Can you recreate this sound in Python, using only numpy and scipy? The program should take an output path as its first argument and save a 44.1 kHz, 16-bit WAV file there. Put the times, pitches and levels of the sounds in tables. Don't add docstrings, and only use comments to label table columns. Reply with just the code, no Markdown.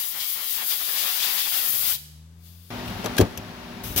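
import sys
import numpy as np
from scipy import signal
from scipy.fft import rfft, irfft, next_fast_len
from scipy.io import wavfile
from scipy.ndimage import map_coordinates

SR = 44100
rng = np.random.default_rng(int(sys.argv[2]) if len(sys.argv) > 2 else 0)


def bounce(signal):
    frames = np.transpose(np.atleast_2d(signal))
    limited = np.clip(frames, -1, 1)
    pcm = np.round(limited * 32767).astype(np.int16)
    wavfile.write(sys.argv[1], SR, pcm)


N = 176400


def amp(db):
    return 10 ** (np.asarray(db) / 20)


def unit(x):
    return x / np.sqrt(np.mean(np.atleast_2d(x).mean(0) ** 2) + 1e-20)


def along(points, hz):
    freqs, values = np.transpose(points)
    return np.interp(np.log(hz + 1), np.log(freqs + 1), values)


def clock():
    return np.arange(N) / SR


def curves(rows):
    times, *columns = np.transpose(rows)
    return [np.interp(clock(), times, column) for column in columns]


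def wobble(rate):
    return map_coordinates(rng.standard_normal(int(N * rate / SR) + 4), [clock() * rate], mode="nearest")


def filtered(x, response):
    size = next_fast_len(N + 8192)
    return irfft(rfft(x, size) * response(np.fft.rfftfreq(size, 1 / SR)), size)[..., :N]


def pan(left_db):
    return amp(np.array([[.5], [-.5]]) * left_db)


def colour(points):
    return lambda hz: amp(along(points, hz))


def resonant(points, peaks):
    return lambda f: amp(along(points, f)
                         + sum(db / (1 + (2 * (f - hz) / width) ** 2) for hz, width, db in peaks))


def noise(gain, mono_hz=500):
    def response(hz):
        spread = np.arccos(1 / (1 + (hz / mono_hz) ** 2)) / 2
        return gain(hz) * np.array([np.cos(spread), np.sin(spread)])
    mid, side = filtered(rng.standard_normal((2, N)), response)
    return unit(np.array([mid + side, mid - side]))


def add(track, start_s, sound):
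    part = track[:, round(start_s * SR):][:, :sound.shape[-1]]
    part += sound[..., :part.shape[1]]


def lagged(x, lag_ms=0.28, top_hz=1060):
    phase = lambda hz: np.pi * hz * lag_ms / 1000 / (1 + (hz / top_hz) ** 4)
    return filtered(x, lambda hz: np.exp(1j * phase(hz) * np.array([[-1], [1]])))


def workshop_echo(x):
    # (frequency [Hz], time to fade by 60 dB [s])
    ring_times = [(150, 0.32), (1000, 0.69), (3500, 0.77), (8000, 0.82), (15000, 0.42)]
    hz, t, spectrum = signal.stft(rng.standard_normal((2, SR)), SR, nperseg=256)
    fade = amp(-60 * t / along(ring_times, hz)[:, None])
    tail = signal.istft(spectrum * fade, SR, nperseg=256)[1]
    return signal.fftconvolve(x.mean(0)[None], tail / np.linalg.norm(tail[0]), axes=1)[:, :N]


def distant_engine():
    # (time [s], firing rate [Hz], lowest tone [dB], tone an octave up [dB])
    revs = [(1.55, 65.2, -88, -75), (1.76, 69.5, -60, -59.5), (1.92, 72.5, -54.5, -62.5),
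            (1.96, 74, -55.5, -52.5), (2.24, 80, -47.5, -52), (2.32, 82.5, -49.5, -53.5),
            (2.6, 86.1, -49.5, -57.5), (2.7, 88.4, -52, -57.5)]
    # (frequency [Hz], relative level [dB])
    quiet_colour = [(18, -49), (30, -8), (50, -13.5), (85, -9), (171, -13.5), (355, -19), (716, -23),
                    (8690, -32.5), (15000, -52)]
    hz, first_db, second_db = curves(revs)
    phase = 2 * np.pi * np.cumsum(hz * (1 + 0.0051 * wobble(20))) / SR
    first, second, third = np.sin(np.outer([1, 2, 3], phase))
    tones = amp(first_db) * first + amp(second_db) * (second + amp(-16.5) * third)
    engine = np.sqrt(2) * tones * pan(left_db=2.5) * amp(0.67 * wobble(12.2))
    return engine + amp(-63) * noise(colour(quiet_colour), mono_hz=400) * pan(left_db=6.5)


def fan():
    # (time [s], level [dB])
    levels = [(2.7, -36.5), (3.15, -35), (3.3, -41.5), (3.8, -41), (4, -41.5)]
    # (frequency [Hz], relative level [dB])
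    air_colour = [(20, -18), (45, 3.5), (75, -3), (110, 5.5), (140, -4.5), (200, 5), (310, -10),
                  (700, -4.5), (1500, -8.5), (3500, -13), (5500, -18), (8000, -29), (12000, -26.5),
                  (15700, -27)]
    # (frequency [Hz], level over the air [dB])
    tones = [(109, -14.5), (172, -11.5), (242, -6.5), (280, -16), (333, -15), (388, -12.5), (500, -22),
             (609, -16), (724, -16), (917, -19.5)]
    # (frequency [Hz], left over right [dB])
    balance = [(200, 4.4), (800, 3.7), (3500, 6.1), (10000, 2)]
    hum = sum(amp(db + 2.5 * wobble(12)) * np.sin(2 * np.pi * hz * clock() + .8 * wobble(16))
              for hz, db in tones)
    air = noise(colour(air_colour), mono_hz=1040)
    air = unit(filtered(air, lambda hz: pan(along(balance, hz))))
    return amp(curves(levels)[0]) * (air + np.sqrt(2) * hum)


def hose_rumble(at_s=1.79, width_s=0.18, db=-55):
    rumble = noise(colour([(60, -14), (130, 9.0), (260, -1.0), (430, -4), (700, -27)]))
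    swell = np.exp(-((clock() - at_s) / width_s) ** 4)
    return rumble * amp(db + 1.4 * wobble(18)) * swell


def glove_rustle(at_s=2.895, width_s=0.042, db=-47):
    rustle = noise(colour([(500, -20), (2800, 8), (7000, -6), (13000, -3)]))
    swell = np.exp(-((clock() - at_s) / width_s) ** 2)
    return rustle * pan(left_db=7) * amp(db + 2.4 * wobble(200)) * swell


def seeping_air():
    # (time [s], level [dB])
    levels = [(2.36, -71), (2.42, -59), (2.46, -50), (2.55, -54), (2.65, -54), (2.72, -53), (3.15, -55),
              (3.35, -66)]
    # (frequency [Hz], relative level [dB])
    leak_colour = [(1000, -20), (2300, -13), (3400, -7.5), (4600, -7), (7000, -12), (9400, -12.5),
                   (11000, -3), (15500, -2)]
    # (frequency [Hz], width [Hz], boost [dB])
    peaks = [(2800, 250, 3), (3490, 460, 5), (4300, 360, 2), (4780, 300, 5.5), (5600, 400, 3),
             (6700, 330, 6), (7800, 450, 1), (8670, 300, 6), (10100, 350, 3), (13000, 350, 1)]
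    hiss = unit(noise(resonant(leak_colour, peaks)) * pan(left_db=11))
    return hiss * amp(curves(levels)[0] + 0.42 * wobble(20))


def drawer_thumps(attack_s=0.00098, scatter_db=.7):
    # (time [s], relative level [dB], tones weaken above [Hz])
    bumps = [(2.89, -37, 132), (3.1941, -12.5, 800), (3.202, -10.5, 850), (3.2106, -11, 850),
             (3.223, -7.5, 82), (3.2383, -30, 545), (3.383, -22, 99), (3.854, -23.5, 90), (3.881, -24, 90),
             (3.905, -19, 95), (3.947, -29, 130), (3.9615, -24.5, 403)]
    # (frequency [Hz], relative level [dB], time to fade by 60 dB [s])
    tones = [(62, -12, .08), (103, -1.8, .09), (174, -.6, .08), (225, -11, .14), (289, 2, .1),
             (352, 4.8, .04), (385, -9.7, .14), (498, -12, .12), (580, -13.5, .13), (728, -12, .11),
             (995, -18, .09), (1230, -18, .1)]
    out, t = np.zeros((2, N)), np.arange(SR // 3) / SR
    for start_s, db, soft_hz in bumps:
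        boom = np.zeros_like(t)
        for hz, tone_db, fade_s in tones:
            fade = amp(tone_db + rng.normal(0, scatter_db) - 60 * t / fade_s)
            tone = np.sin(2 * np.pi * hz * (1 + rng.normal(0, 0.0046)) * t)
            boom += fade * tone / (1 + (hz / soft_hz) ** 2)
        add(out, start_s, amp(db + 1.5) * boom * (1 - np.exp(-t / attack_s)))
    return out * pan(left_db=3)


def steel_ring(tones):
    t = np.arange(SR // 3) / SR
    return sum(amp(db + rng.normal(0, 1.4) - 60 * t / fade_s)
               * np.sin(2 * np.pi * hz * t + rng.normal(0, 1.0, (2, 1))) for hz, db, fade_s in tones)


def tool_clinks(crack_fade_s=0.041, clatter_fade_s=0.15, attack_s=0.00047):
    # (time [s], overall [dB], clatter [dB], heavy tool [dB], light tool [dB])
    knocks = [(3.0428, -21, 1.5, -9, -20), (3.059, -18, -2, -8, -4), (3.1675, -20, -7, -18, -6),
              (3.18, -11.5, -15.5, -16, -10), (3.183, -13.5, -15, 3.5, -12), (3.201, -21, 1, -12, -4),
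              (3.2085, -17.5, -4.5, -7, -14), (3.2107, -15, -9, -19, -17), (3.3749, -22, -15, -16, 3.5),
              (3.9612, -22, -12, -18, -10)]
    # (frequency [Hz], relative level [dB], time to fade by 60 dB [s])
    heavy_tool = [(1630, 0.5, 0.048), (3250, -12, .1), (4030, -20, 0.095), (5480, -12, 0.075),
                  (5846, -13, .05), (10350, -18, .035), (11100, -13, 0.1), (13800, -14, .05)]
    light_tool = [(2700, -17, .07), (6110, -3, 0.025), (11400, -4, 0.025), (13040, -14, .04)]
    # (frequency [Hz], relative level [dB])
    clatter_colour = [(60, -18), (200, -3), (380, 5.5), (750, 1), (1500, -7.5), (4000, -20), (12000, -49)]
    crack_colour = [(500, -46), (2500, 4.5), (6000, 2), (9000, -3.5), (13500, -1), (15700, -4.5)]
    crack_noise = noise(colour(crack_colour), mono_hz=1980)
    clatter_noise = noise(colour(clatter_colour), mono_hz=1460)
    out = np.zeros((2, N))
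    for start_s, db, clatter_db, heavy_db, light_db in knocks:
        ring = amp(heavy_db) * steel_ring(heavy_tool) + amp(light_db) * steel_ring(light_tool)
        add(out, start_s, amp(db - 7.5) * ring)
        age = np.maximum(clock() - start_s, 0)
        crack = crack_noise * amp(-11 - 60 * age / crack_fade_s)
        clatter = clatter_noise * amp(clatter_db - 8.5 - 60 * age / clatter_fade_s)
        out += amp(db) * (1 - np.exp(-age / attack_s)) * (crack + clatter)
    return out * pan(left_db=5.5)


def air_spurts(attack_s=.001):
    # (time [s], level [dB], fade [dB/s], left over right [dB])
    spurts = [(3.836, -34, 60, 7), (3.961, -20, 750, 11), (3.969, -23, 35, 4), (3.9754, -17, 400, 7)]
    # (frequency [Hz], relative level [dB])
    spurt_colour = [(100, 2), (600, -4), (2000, -2.5), (3600, -2.5), (4500, -4.5), (5600, -1), (7200, -5),
                    (9000, -3), (12000, 3.5), (15500, 4)]
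    # (frequency [Hz], width [Hz], boost [dB])
    peaks = [(2960, 210, 8.5), (3550, 160, 5), (3900, 140, 8), (4750, 130, 5), (5300, 230, 4.5),
             (6130, 150, 9), (13400, 250, -1)]
    out = np.zeros((2, N))
    for start_s, db, fade_db_per_s, left_db in spurts:
        age = np.maximum(clock() - start_s, 0)
        hiss = unit(noise(resonant(spurt_colour, peaks)) * pan(left_db))
        out += hiss * amp(db - fade_db_per_s * age) * (1 - np.exp(-age / attack_s))
    return out


def hand_echo(x, delay_ms=1.119, drift=0.262, db=-14):
    delay_samples = delay_ms * np.exp(drift * wobble(3)) * SR / 1000
    echo = np.array([map_coordinates(side, [np.arange(N) - delay_samples]) for side in x])
    return (x + amp(db) * echo) / np.hypot(1, amp(db))


def air_jet(shut_s=1.954, shut_db_per_s=656):
    # (time [s], relative level [dB])
    roar_levels = [(0, -47), (.108, -52), (.162, -43), (.29, -53), (.378, -44), (.496, -48), (.512, -53),
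                   (.626, -38), (.658, -52.5), (.734, -38.5), (.782, -52.5), (.814, -42), (.87, -47),
                   (.896, -41.5), (.918, -45.5), (.972, -36.5), (.988, -42.5), (1.058, -38), (1.15, -44),
                   (1.28, -39), (1.448, -43), (1.474, -37.5), (1.502, -51), (1.522, -40), (1.712, -45.5),
                   (1.918, -46), (1.94, -49)]
    hiss_levels = [(0, -39), (.1, -42.5), (.178, -40.5), (.21, -34.5), (.27, -39), (.69, -39),
                   (.714, -32.5), (.77, -38.5), (1.01, -32.5), (1.188, -33), (1.232, -29.5), (1.36, -36),
                   (1.385, -29.5), (1.512, -37), (1.534, -29.5), (1.66, -37.5), (1.8, -38), (1.9, -34),
                   (1.94, -36)]
    sizzle_levels = [(.086, -29), (.134, -34.5), (.34, -28), (.382, -33), (.556, -27.5), (.594, -32),
                     (.702, -25), (.81, -28.5), (.998, -27.5), (1.512, -28), (1.528, -24.5), (1.614, -27.5),
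                     (1.642, -24.5), (1.912, -24.5), (1.94, -28)]
    # (frequency [Hz], relative level [dB])
    jet_colour = [(100, -38), (220, -21), (560, -18), (830, -14.5), (1200, -12.5), (1500, -12),
                  (2400, -6.5), (3250, -1), (3700, -1), (4250, -4.5), (4850, -2), (5700, -7.5), (7500, -11),
                  (8900, -12), (10500, -4.5), (12300, -1.5), (13800, -1.5), (15600, -0.5)]
    # (frequency [Hz], left over right [dB])
    balance = [(300, 5.5), (900, 7.5), (1600, 4), (3500, 11), (7000, 10), (12000, 11.5), (15500, 15)]
    flutter_db = .5 * wobble(35.4)

    def band(levels, low_hz, high_hz, db, flicker_db):
        edges = lambda hz: np.sqrt((1 + (low_hz / (hz + 1)) ** 10) * (1 + (hz / high_hz) ** 10))
        air = noise(lambda hz: colour(jet_colour)(hz) / edges(hz), mono_hz=118)
        air = unit(filtered(air, lambda hz: pan(along(balance, hz))))
        return air * amp(curves(levels)[0] + db + flutter_db + flicker_db * wobble(24))

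    roar = band(roar_levels, 70, 2050, db=0.32, flicker_db=1.3)
    hiss = band(hiss_levels, 1800, 8740, db=0.5, flicker_db=1.0)
    sizzle = band(sizzle_levels, 6250, 18500, db=1.27, flicker_db=0.96)
    choke = amp(-shut_db_per_s * np.maximum(clock() - shut_s, 0))
    return hand_echo(roar + hiss + sizzle) * choke


def scene(chest_s=2.703, bright_hz=1100):
    air = air_jet() + seeping_air() + air_spurts()
    knocks = lagged(tool_clinks() + drawer_thumps())
    air_room = filtered(workshop_echo(air), lambda hz: hz / np.hypot(hz, bright_hz))
    room = amp(-10.5) * air_room + amp(-17.5) * workshop_echo(knocks)
    at_chest = np.clip((clock() - chest_s) / 0.0008, 0, 1)
    background = (1 - at_chest) * distant_engine() + at_chest * lagged(fan())
    return background + room + hose_rumble() + glove_rustle() + knocks + air


def record(dry, low_hz=53, top_hz=15780):
    low_cut = lambda hz: (1j * hz) ** 2 / (low_hz ** 2 - hz ** 2 + 1j * hz * low_hz)
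    return filtered(dry, lambda hz: low_cut(hz) * (hz < top_hz))


dry = scene()
out = record(dry)
bounce(out)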